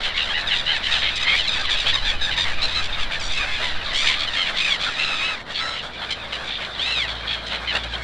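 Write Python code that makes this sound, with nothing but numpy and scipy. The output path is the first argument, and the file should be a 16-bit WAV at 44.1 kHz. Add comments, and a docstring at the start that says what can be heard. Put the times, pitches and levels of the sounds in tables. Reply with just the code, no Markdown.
"""Small gulls squabbling over food

A large flock on open sandy ground, heard from a few metres away, with wind rumbling on the microphone.
Each cry is a shrill arched tone near 1.2 kHz, a pulsing syrinx chopped into a fast rasping trill.
Near birds stand out of a wall of farther ones that join in with them; wings beat as soft puffs of noise.
Far traffic is low shaped noise, and a distant engine drones on its three lowest firing harmonics.
"""
import sys
import numpy as np
from scipy import signal
from scipy.fft import rfft, irfft, next_fast_len
from scipy.io import wavfile
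from scipy.ndimage import uniform_filter1d

SR = 44100
rng = np.random.default_rng(int(sys.argv[2]) if len(sys.argv) > 2 else 0)


def log_audio(samples):
    """Write samples as a 16-bit WAV file to the path given in sys.argv[1]."""
    # one column per channel
    frames = np.atleast_2d(samples).T
    # limit to full scale, then quantise
    limited = np.clip(frames, -1, 1)
    pcm = np.round(limited * 32767).astype(np.int16)
    wavfile.write(sys.argv[1], SR, pcm)


N = 354123
TIME = np.arange(N) / SR


def from_db(db):
    """Decibels to gain."""
    return 10 ** (np.asarray(db) / 20)


def rms_one(x):
    """Scale to rms 1."""
    return x / np.sqrt(np.mean(x ** 2) + 1e-20)


def in_time(rows):
    """Each column of a curve, interpolated at every sample."""
    seconds, *columns = np.transpose(rows)
    return [np.interp(TIME, seconds, column) for column in columns]


def at_hz(points, hz):
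    """Read a spectrum in dB on a log-frequency axis."""
    f, db = np.transpose(points)
    return np.interp(np.log(hz + 1), np.log(f), db)


def noise(spectrum):
    """Random noise with the given spectrum, rms 1."""
    size = next_fast_len(N)
    gain = from_db(at_hz(spectrum, np.fft.rfftfreq(size, 1 / SR)))
    shaped = irfft(rfft(rng.standard_normal(size)) * gain, size)
    return rms_one(shaped[:N])


def drift(rate_hz):
    """Smooth random wander at about the given rate, spread 1."""
    r = np.exp(-2 * np.pi * rate_hz / SR)
    wander = signal.lfilter([1], [1, -2 * r, r * r], rng.standard_normal(N + SR))
    return rms_one(wander[SR:])  # the first second lets the filter settle


def add(out, start_s, sound):
    """Mix a sound in at a time."""
    at = int(np.clip(start_s * SR, 0, N - 1))
    out[at:at + len(sound)] += sound[:N - at]


def unsteadiness():
    """What makes a syrinx uneven: fast pitch jitter, wandering trill rate, uneven bursts, turbulence."""
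    return np.array([drift(460), drift(23.0), drift(59.0), rng.standard_normal(N)])


CRY_BEND = 0.03624  # a short cry starts and ends this share below its glide


def glide(hz, change):
    """First, middle and last pitch of a short cry: a slide with a slight arch."""
    return hz * np.array([1 - change / 2 - CRY_BEND, 1, 1 + change / 2 - CRY_BEND])


# A gull's voice before its throat resonance, falling away above the main peak,
# with a shoulder from 5 to 8 kHz. Each row: frequency in Hz, level in dB.
VOICE_SPECTRUM = [(600, -15.5), (1200, -19), (2000, -5), (3000, 0), (3900, 2), (4850, -2.5), (5350, -5),
                  (6200, -5.5), (7800, -6.5), (10000, -16.5), (12000, -24), (14000, -54)]
CHIRP, CHIRP_RISE = 0.1108, 0.027  # arch of pitch in each burst, and its rise from start to end: shares
TURBULENCE, JITTER = 2.16, 0.0788  # at full roughness: air noise against the tone; pitch jitter as a share
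# Pairs: value in a clear cry, amount added at full roughness.
UNEVEN_DB = (1.68, 0.5)  # level scatter from burst to burst
UNEVEN_PITCH = (0.0073, 0.0333)  # pitch scatter from burst to burst, as a share
ATTACK_SHARE = (0.14, 0.14)  # rise time as a share of the length
THROAT_WIDTH_HZ = (262, 850)  # half width of the throat resonance
RELEASE_S = 0.11  # longest fade at the end of a cry
SAG_DB_PER_S = 6.5  # a bird loses force as its cry goes on
CLOSING_FALL = 0.42  # share of pitch lost when the beak has closed
CLOSED_THROAT, CLOSED_DB = 0.58, 9.5  # closed beak: its resonance as a share of the open one; its gain


def by_roughness(pair, rough):
    """A setting between its clear value and its fully rough one."""
    return pair[0] + pair[1] * rough


def through_throat(voice, hz, centre_hz, rough, size):
    """The throat is one resonance, broader in a harsh cry."""
    width_hz = by_roughness(THROAT_WIDTH_HZ, rough)
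    return irfft(voice / np.hypot(1, (hz - centre_hz) / width_hz), size)


def cry(chance, length, contour_hz, trill_hz, level_db, throat_hz, bright_db, rough,
        fundamental_db=0, depth=0.894, chirp_size=CHIRP):
    """One cry: a pulsing syrinx, chopped by the trill, sounding through the throat."""
    t = np.arange(int(length * SR)) / SR
    u = t / t[-1]
    jitter, wander, uneven, turbulence = chance[:, :len(t)]

    # the trill shuts the airflow: a light trill only for an instant, a hoarse one less regularly
    beat = np.cumsum(trill_hz * (1 + 0.24 * rough * wander)) / SR
    opening = np.abs(np.sin(np.pi * beat))
    closure = np.sqrt(depth) * np.exp(-(opening / (0.53 * depth)) ** 4)
    bursts = (1 - closure) * from_db(by_roughness(UNEVEN_DB, rough) * uneven)

    # the pitch runs smoothly through its contour, and chirps in each burst
    degree = len(contour_hz) - 1
    arch = np.polyval(np.polyfit(np.linspace(0, 1, degree + 1), contour_hz, degree), u)
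    chirp = chirp_size * (opening - .85) + CHIRP_RISE * (beat % 1 - .5)
    scatter = JITTER * rough * jitter + by_roughness(UNEVEN_PITCH, rough) * uneven
    pitch = arch * (1 + depth * chirp + scatter)

    # twelve equal harmonics make the syrinx pulses
    half_phase = np.pi * np.cumsum(pitch) / SR + 1e-4
    pulses = np.sin(25 * half_phase) / np.sin(half_phase) - 1
    source = (rms_one(pulses) + TURBULENCE * rough * turbulence) * bursts
    rise = np.clip(u / by_roughness(ATTACK_SHARE, rough), 0, 1) ** .7
    fade = np.clip((1 - u) / min(.3, RELEASE_S / length), 0, 1) ** .7
    source = source * rise * fade * from_db(-SAG_DB_PER_S * t)

    # a beak turned this way sends more treble
    size = next_fast_len(len(t) + 256)
    hz = np.fft.rfftfreq(size, 1 / SR)
    tilt_db = np.interp(hz, [1610, 2320, 4120, 5000, 6040, 8140, 11000],
                        [fundamental_db, 0, 0, bright_db + 0.5, bright_db, bright_db, min(bright_db, 0)])
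    voice = rfft(source, size) * from_db(at_hz(VOICE_SPECTRUM, hz) + tilt_db)
    open_beak = through_throat(voice, hz, throat_hz, rough, size)
    closed_beak = through_throat(voice, hz, CLOSED_THROAT * throat_hz, rough, size)

    # as the pitch falls away at the end, the beak closes and the resonance sinks
    fall = 1 - arch / arch[len(t) // 2]
    closed = np.clip(fall / CLOSING_FALL, 0, 1) * (u > .5)
    closed = np.pad(closed, (0, size - len(t)), "edge")
    sound = (1 - closed) * open_beak + closed * from_db(CLOSED_DB) * closed_beak
    return from_db(level_db) * rms_one(sound)


# Far cries range between these pairs.
FAR_ROUGH, FAR_GLIDE = (0.061, 0.33), (-0.2233, 0.1199)  # roughness 0-1; pitch change as a share
FAR_BRIGHT_DB = (-17, 2.5)  # from facing away to facing the listener


def far_gulls(count=380):
    """Random cries of the same kind from all over the flock, evened to about rms 1 throughout."""
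    out, chance = np.zeros(N), np.tile(unsteadiness(), 2)
    draws = rng.random((count, 10))
    for k, (when, long, high, loud, mouth, facing, harsh, place, slide, pace) in enumerate(draws):
        sound = cry(
            chance[:, int(place * N):],
            length=0.037 + .075 * long ** 2,
            contour_hz=glide(780 + 520 * high, np.interp(slide, [0, 1], FAR_GLIDE)),
            trill_hz=62 + 30 * pace,
            level_db=-9 * loud,
            throat_hz=1300 + 2500 * mouth,
            bright_db=np.interp(facing, [0, 1], FAR_BRIGHT_DB),
            rough=np.interp(harsh, [0, 1], FAR_ROUGH),
            fundamental_db=9.5)
        add(out, (k + when) / count * N / SR - .04, sound)
    return out / np.sqrt(uniform_filter1d(out ** 2, SR // 6) + 1e-9)


# Moments when the crowd and its wings fall quiet. Each row: centre in seconds, depth in dB.
LULL_MOMENTS = [(0.125, -1), (0.81, -1.5), (2.18, -5), (3.21, -1), (3.78, -1.5), (5.44, -13.5), (5.901, -3),
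                (6.73, -1), (7.42, -1.5)]
LULL_S = 0.035  # half the length of a lull


def lull_db():
    """How far the flock's activity has sunk at each moment."""
    return sum(db * np.exp(-((TIME - s) / LULL_S) ** 2) for s, db in LULL_MOMENTS)


# The crowd behind. Each row: time in seconds, level in dB before lulls, outbursts and the voice mix.
CROWD_LEVEL = [(0.0, -26), (0.67, -29), (0.85, -25), (1.9, -25), (2.03, -26.5), (2.5, -27.5), (3.09, -30),
               (3.6, -27.5), (4.79, -27), (5.3, -29), (6.02, -34), (6.9, -31.5), (8.03, -32)]
# The farthest cries, merged into a babble. Each row: frequency in Hz, level in dB per Hz.
BABBLE_SPECTRUM = [(600, -31), (1100, -13), (1700, 3.5), (2550, -3.5), (3800, 4), (5300, -11), (8000, -33),
                   (14000, -67)]
FAR_CRIES_DB, BABBLE_DB = -1.32, -6  # against the crowd's level
JOIN_IN = 0.49  # share of the crowd that shouts along with each near cry
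JOIN_S, MOOD_S = 0.069, 0.58  # averaging spans of an outburst and of the general mood


def crowd(near):
    """The rest of the flock: far cries over a merged babble, swelling with each outburst close by."""
    power = near ** 2 + 1e-4
    outburst = uniform_filter1d(power, int(JOIN_S * SR)) / uniform_filter1d(power, int(MOOD_S * SR))
    excitement = np.sqrt(1 - JOIN_IN + JOIN_IN * outburst)
    voices = from_db(FAR_CRIES_DB) * far_gulls() + from_db(BABBLE_DB) * noise(BABBLE_SPECTRUM)
    level_db = in_time(CROWD_LEVEL)[0] + lull_db()
    return from_db(level_db) * excitement * voices


# The puff of a downstroke. Each row: frequency in Hz, level in dB per Hz.
WING_SPECTRUM = [(150, -9), (350, -12.5), (620, 0.5), (1000, -3.5), (1600, 2), (3000, -26), (9000, -33),
                 (14000, -50)]
# Single close wing strokes. Each row: centre in seconds, level in dB.
CLOSE_FLAPS = [(.29, -40), (.93, -35), (1.86, -31.5), (2.65, -36), (3.62, -32), (4.499, -31.5),
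               (7.54, -31.5), (7.758, -27.5)]
WINGS_IN_LULL = 0.97  # share of a lull's dB that the wings follow


def wings(flurry_db, flap_s, count=7):
    """Several birds flapping, now and then one close by: each downstroke is a soft puff of air."""
    strokes = 0
    for pace, start in rng.random((count, 2)):
        flaps_per_s = (3.2 + 2.5 * pace) * (1 + 0.1406 * drift(1))
        beat = np.cumsum(flaps_per_s) / SR + start
        strokes = strokes + np.maximum(np.sin(2 * np.pi * beat), 0) ** 6
    flurry = from_db(flurry_db + WINGS_IN_LULL * lull_db()) * rms_one(np.sqrt(0.07 + strokes))
    close = sum(from_db(db) * np.exp(-((TIME - s) / flap_s) ** 2) for s, db in CLOSE_FLAPS)
    return noise(WING_SPECTRUM) * np.hypot(flurry, close)


# Wind rumble at the microphone. Each row: frequency in Hz, level in dB per Hz.
WIND_SPECTRUM = [(8, 9.5), (14, -5), (25, 1), (45, -17.5), (80, -12.5), (300, -64.5)]
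# Its rise and fall. Each row: time in seconds, level in dB before a fixed trim.
WIND_GUSTS = [(0.0, -27), (1.2, -28.5), (2.2, -21.5), (3.6, -22.5), (5.5, -38.5), (8.03, -60)]


def wind_rumble(trim_db):
    """Wind on the microphone: very low noise that follows the gusts."""
    return from_db(in_time(WIND_GUSTS)[0] + trim_db) * noise(WIND_SPECTRUM)


# Far traffic. Each row: frequency in Hz, level in dB per Hz.
TOWN_SPECTRUM = [(25, -7), (60, -3), (120, -1), (200, 1), (350, -3.5), (700, -1.5), (1500, -9), (5000, -52)]


def far_traffic(level_db):
    """Many distant vehicles merge into a steady low noise."""
    return from_db(level_db) * noise(TOWN_SPECTRUM)


# A distant vehicle speeding up and slowing.
# Each row: time in seconds, mean firing rate in Hz, mean level of the first harmonic in dB.
VEHICLE_RUN = [(0, 54, -50), (1, 63, -43), (2, 72.4, -44), (2.6, 79, -43), (3.5, 86.35, -47.5),
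               (4.5, 83.3, -58.5), (5.3, 73, -55), (6, 58.5, -44), (6.7, 53.5, -44.5), (7.4, 55.04, -40),
               (8.03, 57.3, -36)]


def engine(second_db, third_db):
    """Far off, only the lowest firing harmonics arrive, wavering in the air."""
    hz, level_db = in_time(VEHICLE_RUN)
    phase = 2 * np.pi * np.cumsum(hz * (1 + .012 * drift(4.4))) / SR
    orders = np.sin(phase)
    orders = orders + from_db(second_db) * np.sin(2 * phase)
    orders = orders + from_db(third_db) * np.sin(3 * phase)
    return np.sqrt(2) * from_db(level_db + 2 * drift(1.8)) * orders


# Short cries of the nearest birds. Each row: start in seconds, length in seconds, pitch in Hz,
# glide as a share of the pitch, trill in Hz, level in dB, throat resonance in Hz, brightness in dB,
# roughness 0-1.
NEAR_CRIES = [(0.028, 0.071, 1077, -0.1, 85, -28, 2750, -6, 0.44),
              (0.165, 0.078, 935, 0.013, 78.3, -24, 2630, -12, 0.44),
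              (0.219, 0.053, 1244, -0.15, 64, -31.5, 3500, 1, 0.23),
              (0.297, 0.037, 1080, 0.076, 95, -26.5, 3130, -27, 0),
              (0.336, 0.068, 980, 0.07, 80.6, -24.5, 2200, -21, 0.07),
              (0.371, 0.062, 1350, -0.03, 58, -33, 3900, -1, 0.36),
              (0.469, 0.04, 1190, -0.19, 69.6, -25, 3500, 0, 0),
              (0.506, 0.048, 970, -0.14, 91.6, -21, 2740, -30, 0.17),
              (0.547, 0.037, 1230, -0.03, 102, -25, 3320, -5, 0.4),
              (0.579, 0.043, 1220, -0.097, 70.4, -27, 3380, -3, 0.22),
              (0.662, 0.075, 1017, 0.038, 76.3, -21.5, 2740, -20, 0.16),
              (0.726, 0.055, 1410, -0.045, 67.5, -30.5, 3580, -10, 0.4),
              (0.731, 0.056, 902, -0.25, 63.7, -27, 1680, -15, 0.06),
              (0.829, 0.059, 1017, -0.035, 86, -24.5, 2900, -7, 0.4),
              (0.908, 0.048, 1223, -0.095, 69.6, -22, 3400, -5.5, 0.3),
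              (0.939, 0.053, 982, -0.16, 94.5, -25, 2900, -21, 0.2),
              (0.979, 0.056, 1257, -0.03, 103, -31, 3500, 4, 0.1),
              (1.016, 0.097, 1074, 0.11, 82.5, -23, 2440, -27, 0.47),
              (1.154, 0.033, 1217, -0.11, 94, -27, 3340, 4, 0.3),
              (1.205, 0.047, 1276, -0.11, 59, -25, 3220, -1, 0.2),
              (1.277, 0.063, 1075, -0.01, 75.5, -26, 3280, -7, 0),
              (1.345, 0.051, 1195, 0.024, 79.5, -25, 2700, -1, 0.34),
              (1.382, 0.04, 1004, -0.093, 89, -22, 3150, -11, 0.15),
              (1.473, 0.03, 1290, -0.18, 62.2, -21.5, 3600, 0.5, 0.06),
              (1.507, 0.082, 1200, -0.14, 100, -27.5, 3650, 2.5, 0.14),
              (1.59, 0.041, 1186, -0.019, 66.4, -28.5, 4400, -8, 0.37),
              (1.637, 0.051, 1050, -0.07, 75.6, -28.5, 3200, -45, 0.55),
              (1.692, 0.068, 1172, -0.07, 102, -23.5, 3380, -0.5, 0.34),
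              (1.755, 0.1, 1208, -0.17, 71.5, -28, 3580, 0.5, 0.29),
              (1.854, 0.071, 1103, 0.12, 88.4, -22, 3100, -5.5, 0.3),
              (1.933, 0.037, 1250, -0.1, 66, -21.5, 3850, 3, 0),
              (2.045, 0.082, 1167, -0.17, 92.3, -23.5, 3220, -3.5, 0.2),
              (2.211, 0.065, 1263, -0.07, 87.6, -24, 3550, 1.5, 0.03),
              (2.307, 0.045, 1010, -0.069, 67, -26, 2760, -7, 0.47),
              (2.364, 0.089, 1229, -0.064, 91, -22.5, 3670, -0.5, 0.25),
              (2.443, 0.089, 1027, -0.11, 57, -31, 2100, -5, 0.2),
              (2.614, 0.058, 1354, 0.059, 85.5, -22.5, 4080, -2.5, 0.19),
              (2.666, 0.081, 1268, 0.033, 71.4, -30.5, 3700, -2, 0.4),
              (2.745, 0.061, 1337, -0.029, 86.4, -25, 4160, -4, 0.08),
              (2.823, 0.054, 1137, 0.073, 67.5, -31, 3130, 2, 0.5),
              (2.923, 0.042, 1240, 0.019, 91, -29, 3700, -16, 0.15),
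              (2.993, 0.06, 1164, -0.08, 86.5, -29.5, 3020, -3, 0.42),
              (3.109, 0.059, 1190, -0.027, 95, -27.5, 2540, -5, 0.42),
              (3.317, 0.03, 1180, -0.022, 75, -36, 4320, 15, 0.05),
              (3.613, 0.11, 1156, -0.00073, 76, -29.5, 3320, -21, 0.65),
              (3.827, 0.11, 1215, -0.063, 69, -33.5, 4300, -13, 0.5),
              (4.05, 0.12, 1112, 0.038, 58.5, -23, 2300, -7, 0.63),
              (4.189, 0.071, 1094, 0.067, 73, -26, 3550, -4.5, 0.42),
              (4.272, 0.027, 1024, -0.048, 88, -26, 3240, -4, 0.05),
              (4.332, 0.029, 1214, -0.04, 92, -28.5, 3470, 0.5, 0.06),
              (4.358, 0.1, 1052, -0.086, 90.2, -23, 2700, -5.5, 0.1),
              (4.453, 0.058, 1131, -0.066, 76, -27, 2300, -20, 0.48),
              (4.563, 0.055, 1180, 0.09, 60.8, -23.5, 3300, -6.5, 0.6),
              (4.702, 0.037, 1144, -0.064, 62, -21, 3300, -4, 0.03),
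              (4.794, 0.11, 1162, 0.068, 101, -27.5, 3360, -4, 0.4),
              (4.991, 0.087, 1344, 0.012, 72, -27.5, 2610, -32, 0.37),
              (5.543, 0.071, 1160, 0.034, 99.6, -27, 3920, -11, 0.2),
              (5.735, 0.088, 993, -0.13, 79.4, -33, 2700, -22, 0.6),
              (6.014, 0.045, 1086, 0.055, 93, -33.5, 3300, -14, 0.3),
              (6.103, 0.037, 1055, -0.016, 59, -26.5, 3270, 0.5, 0.29),
              (6.321, 0.052, 987, -0.099, 64.7, -28.5, 2770, -4, 0.33),
              (6.473, 0.12, 1155, 0.075, 65, -30, 3330, -22, 0.47),
              (6.601, 0.069, 1114, -0.19, 85.6, -32, 2100, -9, 0.6),
              (6.789, 0.12, 900, -0.19, 83, -35, 3000, -18, 0.63),
              (7.075, 0.064, 1094, -0.02, 86, -30, 3600, -7.5, 0.37),
              (7.271, 0.092, 1124, -0.000019, 56.5, -26.5, 3560, -17, 0.35),
              (7.463, 0.043, 1040, 0.0052, 73, -35.5, 3000, 3, 0.42),
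              (7.505, 0.072, 1046, -0.075, 82, -29, 2600, -8.5, 0.65),
              (7.672, 0.051, 1013, -0.09, 98, -24.5, 2600, -15, 0.11),
              (7.748, 0.032, 944, 0.042, 74.4, -22.5, 2230, -6, 0.36),
              (7.833, 0.021, 977, 0.056, 58, -33.5, 3400, 1, 0.1),
              (7.934, 0.031, 1066, 0.018, 71.4, -29, 3150, -5, 0)]
# Squeals, and one quick yelp, each with its own pitch bend, the beak wide open.
# Each row: start in seconds, length in seconds,
# first, early, late and last pitch in Hz, trill in Hz, level in dB, throat resonance in Hz,
# brightness in dB, roughness 0-1, fundamental lift in dB, trill depth 0-1,
# chirp in each burst as a share of the pitch (before the trill depth scales it).
NEAR_SQUEALS = [(1.254, 0.12, 1063, 1060, 1100, 1117, 84, -21.5, 2140, -30, 0.07, -3, 0.77, 0.075),
                (3.194, 0.1, 1330, 1172, 1130, 1140, 73.7, -34.5, 4000, 16, 0.1, -2, 1, 0.055),
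                (3.281, 0.14, 1100, 1216, 1350, 1360, 78, -34.5, 2600, 5, 0.3, -3, 0.87, 0.111),
                (3.354, 0.11, 1364, 1278, 1213, 1244, 77, -27, 2480, -1.5, 0.14, -5.5, 0.48, 0.054),
                (3.434, 0.21, 870, 873, 836, 815, 61.3, -32, 2290, 1.5, 0.11, 9, 0.64, 0.13),
                (3.928, 0.21, 986, 1163, 1219, 1080, 70.7, -24, 2900, 5, 0.16, 8, 0.91, 0.21),
                (4.585, 0.18, 1208, 1242, 1168, 1023, 68.2, -25, 2400, 1, 0.2, 5, 0.55, 0.08),
                (4.861, 0.041, 1500, 1413, 1340, 1230, 89, -28, 2000, -17, 0.34, 44, 0.74, 0.096),
                (4.951, .24, 1154, 1338, 1290, 1245, 74.4, -27, 2900, 0, 0.19, 15, .85, .13),
                (5.162, 0.2, 1280, 1265, 1308, 1153, 72, -26.5, 2650, -2.5, 0.18, 15.5, 0.38, 0.057),
                (5.586, 0.2, 1296, 1332, 1338, 1340, 60.2, -32, 3900, 6.5, 0.09, 31.5, 0.52, 0.078),
                (6.777, .288, 915, 1329, 1271, 856, 63.1, -24.5, 3250, -4.5, 0.12, 4.5, 0.6, 0.087)]


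def near_gulls():
    """The birds closest by: short sliding cries, and squeals that each bend their own way."""
    out, chance = np.zeros(N), np.tile(unsteadiness(), 2)
    for s, length, hz, change, *voice in NEAR_CRIES:
        add(out, s, cry(chance[:, int(s * SR):], length, glide(hz, change), *voice))
    for s, length, first_hz, early_hz, late_hz, last_hz, *voice in NEAR_SQUEALS:
        contour_hz = [first_hz, early_hz, late_hz, last_hz]
        add(out, s, cry(chance[:, int(s * SR):], length, contour_hz, *voice))
    return out


def yard(x, t60):
    """Scatter from the ground, sheds and trees: sparse random echoes in a thin, short tail."""
    t = np.arange(SR // 2) / SR
    sparse = (rng.random(len(t)) < .02) * (t > .003)
    echoes = rng.standard_normal(len(t)) * sparse * from_db(-60 * t / t60)
    return signal.fftconvolve(x, echoes / np.sqrt(np.sum(echoes ** 2)))[:N]


def scene():
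    """Birds, air and town in the middle; only the treble of the birds spreads to the sides."""
    near = near_gulls()
    gulls = near + crowd(near)
    birds = gulls + from_db(-18.5) * yard(gulls, t60=0.16) + wings(flurry_db=-37.0, flap_s=0.031)
    wind = wind_rumble(trim_db=-2.5)
    town = far_traffic(level_db=-41.5) + engine(second_db=-8.5, third_db=-24.0)
    highpass = signal.ellip(10, .5, 100, 6100, "high", fs=SR, output="sos")
    treble = signal.sosfilt(highpass, birds)
    spread = from_db(-6.5) * yard(treble, t60=.08)
    return birds + wind + town + spread * np.array([[1], [-1]])  # opposite sign left and right


CUTOFF_HZ = 14200


def record(dry):
    """The sound opens softly and the top is cut steeply."""
    opening = np.clip(TIME / .006, 0, 1)
    lowpass = signal.ellip(10, .1, 80, CUTOFF_HZ, fs=SR, output="sos")
    return signal.sosfilt(lowpass, dry * opening)


dry = scene()
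out = record(dry)
log_audio(out)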